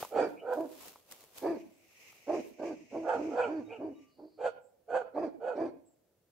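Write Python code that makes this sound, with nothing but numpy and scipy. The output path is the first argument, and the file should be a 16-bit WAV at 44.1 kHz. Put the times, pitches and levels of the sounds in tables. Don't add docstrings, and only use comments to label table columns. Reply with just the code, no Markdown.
import sys
import numpy as np
from scipy import signal
from scipy.fft import rfft, irfft, next_fast_len
from scipy.io import wavfile
from scipy.ndimage import uniform_filter1d

SR = 44100
rng = np.random.default_rng(int(sys.argv[2]) if len(sys.argv) > 2 else 0)


def wrap_up_sound(samples):
    columns = np.atleast_2d(samples).T
    tamed = np.clip(columns, -1, 1)
    steps = np.round(tamed * 32767).astype(np.int16)
    wavfile.write(sys.argv[1], SR, steps)


N = 278254
TIME = np.arange(N) / SR


def amp(db):
    return 10 ** (np.asarray(db) / 20)


def unit(x):
    return x / np.sqrt(np.mean(x ** 2) + 1e-30)


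def read(points, hz):
    f, value = np.transpose(points)
    return np.interp(np.log(hz + 1), np.log(f + 1), value)


def add(mix, start_s, sound):
    part = mix[..., round(start_s * SR):][..., :sound.shape[-1]]
    part += sound[..., :part.shape[-1]]


def shape(x, gain):
    size = next_fast_len(x.shape[-1] + 4096)
    hz = np.fft.rfftfreq(size, 1 / SR)
    return irfft(rfft(x, size) * gain(hz), size)[..., :x.shape[-1]]


def ring(x, modes):
    def gain(f):
        power = sum(amp(db) ** 2 / (1 + ((f - hz) / width_hz) ** 2 * 2) ** 4 for hz, width_hz, db in modes)
        return np.sqrt(power)
    return shape(x, gain)


def wander(size, corner_hz):
    return unit(shape(rng.standard_normal(size), lambda f: 1 / (1 + (f / corner_hz) ** 4)))


def hiss(colour, same):
    common, apart = rng.standard_normal(N), rng.standard_normal((2, N))
    likeness = lambda f: same / (1 + (f / 2000) ** 2)
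    noise = shape(common, lambda f: np.sqrt(likeness(f)))
    noise = noise + shape(apart, lambda f: np.sqrt(1 - likeness(f)))
    return unit(shape(noise, lambda f: amp(read(colour, f))))


def swells_gain(rows):
    power = 0
    for peak_s, db, swell_s, fade_s in rows:
        distance = np.maximum((peak_s - TIME) / swell_s, (TIME - peak_s) / fade_s)
        power = power + amp(db) ** 2 * np.exp(-2 * distance)
    return np.sqrt(power)


def echoes(envelope):
    density = .06
    taps = rng.choice([-1., 1.], (2, SR)) * (rng.random((2, SR)) < density)
    hz, t, z = signal.stft(unit(taps), SR, nperseg=256)
    gain = envelope(t[None], hz[:, None]) + 0 * hz[:, None]
    gain = gain / np.sqrt((gain ** 2).sum(1, keepdims=True) * 128 + 1e-20)
    return signal.istft(z * gain, SR, nperseg=256)[1]


def air(level_db=-75):
    # f/Hz, relative level/dB (per Hz)
    colour = [(15, -46), (25, -23), (96, -4), (240, -9), (359, -5), (399, -6.5), (509, -3), (945, -20),
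              (3260, -26), (3630, -26.5), (6730, -25.5), (9810, -26.5), (15500, -23)]
    return amp(level_db) * hiss(colour, same=0.83)


def rustle(lift_db=2, grain_db=1.5, grain_hz=250):
    # peak t/s, level/dB before lift, swell/s, fade/s
    drags = [(.012, -46.5, 0.077, 0.059), (.29, -65.5, .035, 0.084), (.54, -60, 0.026, 0.084),
             (.725, -60, .03, 0.048), (.81, -53.5, 0.02, 0.041), (.87, -53, 0.13, 0.077),
             (1.12, -55.5, 0.029, 0.069), (1.21, -61.5, 0.037, 0.088), (1.38, -51, 0.032, 0.053),
             (1.47, -70.5, .05, 0.34), (2.14, -64, 0.25, 0.12), (2.48, -64, 0.082, 0.047)]
    # f/Hz, relative level/dB
    colour = [(40, -3), (110, -5), (300, 2.5), (520, 6.5), (900, 3), (1700, -4), (2700, -0.5), (4000, -2.5),
              (7000, -3), (9500, -5.5), (12500, -1), (15500, -4)]
    slips = amp(lift_db + grain_db * wander(N, grain_hz))
    return swells_gain(drags) * slips * hiss(colour, same=0.63)


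def finger_taps(tick_decay_s=0.0029, knock_decay_s=0.0031):
    # t/s, peak level/dB, knock re tick/dB
    rows = [(.027, -24.5, 20), (0.049, -30.5, 9), (0.536, -41, -8), (0.608, -39.5, 6), (0.657, -47, 1),
            (.882, -35, -33), (0.958, -43.5, 17), (1.113, -32, -21), (1.122, -32.5, -19), (1.208, -42, -24),
            (1.229, -47, -1), (1.239, -42.5, -3), (1.382, -32, -28), (2.127, -52, 12)]
    # f/Hz, width/Hz, relative level/dB
    case = [(504, 330, 9), (964, 560, 10), (1310, 440, -9), (2510, 2300, -12.5)]
    out = np.zeros((2, N))
    t = TIME[:2000]
    for start_s, peak_db, knock_db in rows:
        tick = rng.standard_normal((2, len(t))) * np.exp(-t / tick_decay_s)
        knock = unit(ring(rng.standard_normal(len(t)), case)) * np.exp(-t / knock_decay_s)
        tap = tick + amp(knock_db) * knock
        add(out, start_s, amp(peak_db) * tap / abs(tap).max())
    return out


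def effort(length_s, top_hz, chest_db, mouth_db, edge_db, crest, drop, hoarse, arch):
    climb_curve, drop_curve = 1.8, 3.0
    shudder_db, shudder_hz = 1.44, 24
    hoarse_start = .6
    u = np.linspace(0, 1, round(length_s * SR))
    before = np.maximum(1 - u / crest, 0)
    after = np.maximum((u - crest) / (1 - crest), 0)
    climb = arch["scoop"] * before ** climb_curve
    fall = drop * np.sin(np.pi / 2 * after) ** drop_curve
    hz = top_hz * (1 - climb - fall)
    level_db = chest_db - arch["rise_db"] * before ** arch["flatness"]
    level_db -= arch["fall_db"] * after ** arch["flatness"]
    level_db += shudder_db * wander(len(u), shudder_hz)
    bright_db = arch["close_db"] * (.5 - u) + arch["flare_db"] * (before + after) ** 2
    gape = np.exp(-((u - arch["gape_at"]) / arch["gape_width"]) ** 2)
    gape_db = arch["gape_db"] * (gape - gape.mean())
    rough = hoarse + hoarse_start * (1 - hoarse) * np.sqrt(before)
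    return hz, level_db, mouth_db + bright_db + gape_db, edge_db + bright_db, rough


def bark(hz, chest_db, mouth_db, edge_db, rough, throat, split_hz, trim_db):
    t = np.arange(len(hz)) / SR
    turns = np.cumsum(hz * (1 + .06 * rough * wander(len(t), 110))) / SR
    folds = sum(np.cos(2 * np.pi * k * turns) for k in range(1, 25))
    folds *= 1 + .65 * rough * np.cos(np.pi * turns + wander(len(t), 40))
    puffs = (.4 + np.exp(-(turns % 1) / .3)) * rng.standard_normal(len(t))

    def drive(share):
        return np.sqrt(1 - share) * unit(folds) + np.sqrt(2.3 * share) * unit(puffs)

    ticks = np.cumsum(hz ** .4)
    clock = np.interp(ticks, ticks[[0, -1]], t[[0, -1]])

    def voiced(x):
        return np.interp(clock, t, ring(np.interp(t, clock, x), throat))

    low, high = voiced(drive(rough ** 2)), voiced(drive(rough))
    below = lambda f, corner_hz: 1 / (1 + (f / corner_hz) ** 16)
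    chest = shape(low, lambda f: below(f, split_hz[0]))
    mouth = shape(high, lambda f: below(f, split_hz[1]) - below(f, split_hz[0]))
    edge = shape(high, lambda f: 1 - below(f, split_hz[1]))
    steady = lambda x: x / np.sqrt(uniform_filter1d(x ** 2, size=900) + 1e-12)
    voice = amp(trim_db[0]) * steady(chest)
    voice += amp(mouth_db + trim_db[1]) * steady(mouth)
    voice += amp(edge_db + trim_db[2]) * steady(edge)
    ramp_s = .028
    swell = np.sin(np.pi / 2 * np.clip(np.minimum(t, t[-1] - t) / ramp_s, 0, 1))
    return amp(chest_db) * voice * swell


def woods(x, scatter_s=0.0051, build_s=0.0026, slope_s=0.113, spread_s=0.0093, slope_lift=3):
    # f/Hz, level/dB
    trunk_levels = [(300, -22), (800, -5.5), (1500, -0.5), (2500, -1), (6000, 4.5)]
    # f/Hz, level/dB
    slope_levels = [(150, -4.5), (330, -10), (600, -16.5), (1500, -13.5), (2500, -8), (6000, 0)]
    # f/Hz, t60/s
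    slope_t60 = [(200, 0.88), (330, 0.45), (600, 0.86), (1500, 0.45), (2500, 0.39), (7000, 0.099)]

    def far_envelope(t, f):
        decay = amp(-60 * t / read(slope_t60, f))
        build = 1 - np.exp(-t / build_s)
        answer = 1 + slope_lift * np.exp(-((t - slope_s) / spread_s) ** 2)
        return decay * build * answer

    near_taps = echoes(lambda t, f: np.exp(-t / scatter_s) * (t > 0))
    far_taps = echoes(far_envelope)
    near = signal.fftconvolve(x[None], near_taps, axes=1)
    far = signal.fftconvolve(x[None], far_taps, axes=1)
    scatter_gain = lambda f: amp(read(trunk_levels, f))
    direct = np.pad(x, (0, near.shape[1] - len(x))) + shape(near, scatter_gain)
    direct = shape(direct, lambda f: 1 / np.sqrt(1 + scatter_gain(f) ** 2 / 2))
    return direct + shape(far, lambda f: amp(read(slope_levels, f)))


def dogs(lag_s=.00008, woof_db=-38):
    # chest level/dB, mouth re chest/dB,
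    # edge re chest/dB; final pitch drop [0-1], hoarseness [0-1]
    deep_barks = [(0.135, 0.18, 303.8, -38, 1, -14.5, 0.37, 0.85),
                  (0.543, 0.14, 330.6, -37, 0.1, -34, 0.26, 0.42),
                  (1.41, 0.18, 337.8, -34, -3.5, -22.6, 0.41, 0.6),
                  (2.263, 0.16, 360.2, -35, 0.1, -24.1, 0.5, 0.65),
                  (2.58, 0.18, 337.8, -38, -2, -24, 0.32, 0.74),
                  (2.906, 0.19, 335.6, -39, -3.5, -31.5, 0.05, 0.65),
                  (3.14, 0.23, 322.5, -36, -8, -35.5, 0.31, 0.51),
                  (3.448, 0.194, 322.7, -36.5, -7, -27.5, 0.35, 0.28),
                  (3.772, 0.174, 319.2, -39.5, -6.5, -33.5, 0.27, 0.6),
                  (4.164, 0.14, 311, -51.5, -6.5, -40, 0, 0.77),
                  (5.135, 0.17, 346.8, -36, -0.5, -22.5, 0.49, 0.66),
                  (5.54, 0.17, 332.4, -37, -0.5, -22.5, 0.22, 0.76)]
    high_barks = [(0.104, 0.18, 518.3, -28, -3.5, -23.0, 0.52, 0.7),
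                  (0.408, 0.17, 508.0, -31, -4, -30.5, 0.7, 0.43),
                  (3.029, 0.17, 521, -31, 1.2, -23.5, 0.44, 0.55),
                  (3.294, 0.214, 497.0, -30.5, -1, -23.5, 0.48, 0.37),
                  (3.658, 0.15, 465.3, -46.5, -4, -22.0, 0.49, 0.4),
                  (4.374, 0.139, 512.9, -30.5, -3.5, -22.0, 0.64, 0.49),
                  (4.872, 0.17, 521.7, -32, -0.5, -23, 0.5, 0.65),
                  (5.394, 0.174, 515.6, -32.5, -4.5, -27, 0.51, 0.5)]
    # f/Hz, width/Hz, relative level/dB
    deep_throat = [(334, 137, 8.5), (513, 450, -2), (619, 96, 1.5), (876, 380, -12), (1613, 400, -21.5),
                   (2240, 360, -26), (2724, 6800, -46.5), (4520, 520, -35.5), (5760, 550, -45.5),
                   (8350, 1500, -49)]
    high_throat = [(520, 210, -7), (730, 280, 0.5), (1397, 346, -11), (2425, 160, -25.5),
                   (3150, 220, -35.5), (2310, 2100, -34), (4393, 460, -39.5), (7070, 2900, -45)]
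    deep_arch = dict(rise_db=15, fall_db=17, flatness=2.05, scoop=.35, close_db=6, flare_db=4, gape_db=6, gape_at=0.26, gape_width=0.085)
    high_arch = dict(rise_db=21.5, fall_db=18, flatness=1.28, scoop=.19, close_db=-2, flare_db=-1.4, gape_db=-0.5, gape_at=.55, gape_width=.17)
    # f/Hz, level/dB
    side = [(150, -3.5), (320, -0.5), (510, -6.5), (750, -1.5), (1400, -7), (2200, -1.5), (8000, 0.5)]
    deep_crest, high_drop = .52, .2
    deep_split_hz, high_split_hz = (450, 1350), (600, 1950)
    voices = np.zeros((2, N))
    for start_s, *levels, drop, hoarse in deep_barks:
        course = effort(*levels, deep_crest, drop, hoarse, deep_arch)
        add(voices, start_s, woods(bark(*course, deep_throat, deep_split_hz, trim_db=(.6, -.4, .3))))
    for start_s, *levels, crest, hoarse in high_barks:
        course = effort(*levels, crest, high_drop, hoarse, high_arch)
        add(voices, start_s, woods(bark(*course, high_throat, high_split_hz, trim_db=(1.2, -.3, -1.5))))
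    chest = ring(voices.mean(0), [(294, 54, 3.5), (520, 150, -32.5)])
    force = np.sqrt(abs(uniform_filter1d(chest ** 2, size=900)))
    voices += amp(woof_db) * force * unit(ring(rng.standard_normal(N), [(153, 380, 0)]))
    ears = np.array([[.5], [-.5]])

    def direction(f):
        lag = lag_s / (1 + (f / 1200) ** 2)
        return amp(ears * read(side, f)) * np.exp(-2j * np.pi * ears * lag * f)

    return shape(voices, direction)


def birds(echo_db=-7, echo_t60_s=0.38):
    # t/s, length/s, start f/Hz, end f/Hz, width/Hz, level/dB
    rows = [(0.359, 0.061, 2385, 2430, 320, -56), (0.368, 0.083, 2840, 2950, 300, -65),
            (1.669, 0.2, 7700, 7900, 1100, -82), (3.397, 0.083, 2446, 2420, 340, -44.5),
            (3.41, 0.066, 2990, 2980, 378, -54), (3.53, 0.077, 4450, 4480, 59.5, -76),
            (3.636, 0.078, 3760, 3780, 61.2, -74), (3.672, 0.095, 2434, 2360, 320, -52),
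            (3.7, 0.094, 2935, 2620, 384, -57.5), (3.812, .09, 4500, 4600, 110, -84),
            (3.938, 0.078, 3810, 3790, 60, -80), (4.59, .13, 7850, 7800, 1170, -77.5),
            (5.844, 0.066, 8000, 7580, 650, -72), (5.89, .06, 7570, 7500, 710, -79.5)]
    calls = np.zeros(N)
    for start_s, length_s, start_hz, end_hz, width_hz, db in rows:
        size = round(length_s * SR)
        glide_hz = np.linspace(start_hz, end_hz, size)
        turn = np.exp(2j * np.pi * np.cumsum(glide_hz) / SR)
        rasp = wander(size, width_hz / 2) + 1j * wander(size, width_hz / 2)
        add(calls, start_s, amp(db) * np.hanning(size) * (turn * rasp).real)
    trees = echoes(lambda t, f: amp(-60 * t / echo_t60_s))
    return calls + amp(echo_db) * signal.fftconvolve(calls[None], trees, axes=1)[:, :N]


def drones():
    # start t/s, end t/s, f/Hz, width/Hz, level/dB
    rows = [(0.8, 5.6, 104, 16, -89), (2.77, 4.1, 110, 30, -68.5), (3, 3.95, 1175, 20, -73),
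            (3.94, 4.15, 1170, 20, -76), (3.75, 4.2, 2900, 36, -80), (4.051, 4.45, 4550, 840, -79)]
    out = np.zeros((2, N))
    for start_s, end_s, hz, width_hz, db in rows:
        size = round((end_s - start_s) * SR)
        common, left, right = ring(rng.standard_normal((3, size)), [(hz, width_hz, 0)])
        hum = unit(common + .5 * np.array([left, right]))
        add(out, start_s, amp(db) * signal.windows.tukey(size, .4) * hum)
    return out


def hiss_swells(grain_db=1.3, grain_hz=40):
    # peak t/s, level/dB, swell/s, fade/s
    swells = [(1.6, -64, .07, 0.064), (2.07, -59, 0.17, 0.16), (2.37, -52, 0.089, 0.069),
              (2.66, -56, 0.057, 0.11), (2.96, -62.5, 0.073, 0.15), (3.25, -57.5, 0.32, 0.26),
              (4.03, -71, 0.11, 0.054)]
    # f/Hz, relative level/dB
    colour = [(300, -15.5), (1500, -26), (1950, -5.5), (2350, 0.5), (2750, -3.5), (3400, -20), (4500, -18),
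              (5400, -12), (6400, -11), (7600, -19.5), (9500, -31), (15000, -32.5)]
    return swells_gain(swells) * amp(grain_db * wander(N, grain_hz)) * hiss(colour, same=0.12)


def scene():
    return air() + rustle() + finger_taps() + dogs() + birds() + drones() + hiss_swells()


def record(dry, low_cut_hz=45, edge_hz=15750):
    high_pass = signal.butter(2, low_cut_hz, "highpass", fs=SR, output="sos")
    thinned = signal.sosfilt(high_pass, dry)
    low_pass = signal.firwin(511, edge_hz, window=("kaiser", 9), fs=SR)
    return signal.oaconvolve(thinned, low_pass[None], "same")


dry = scene()
out = record(dry)
wrap_up_sound(out)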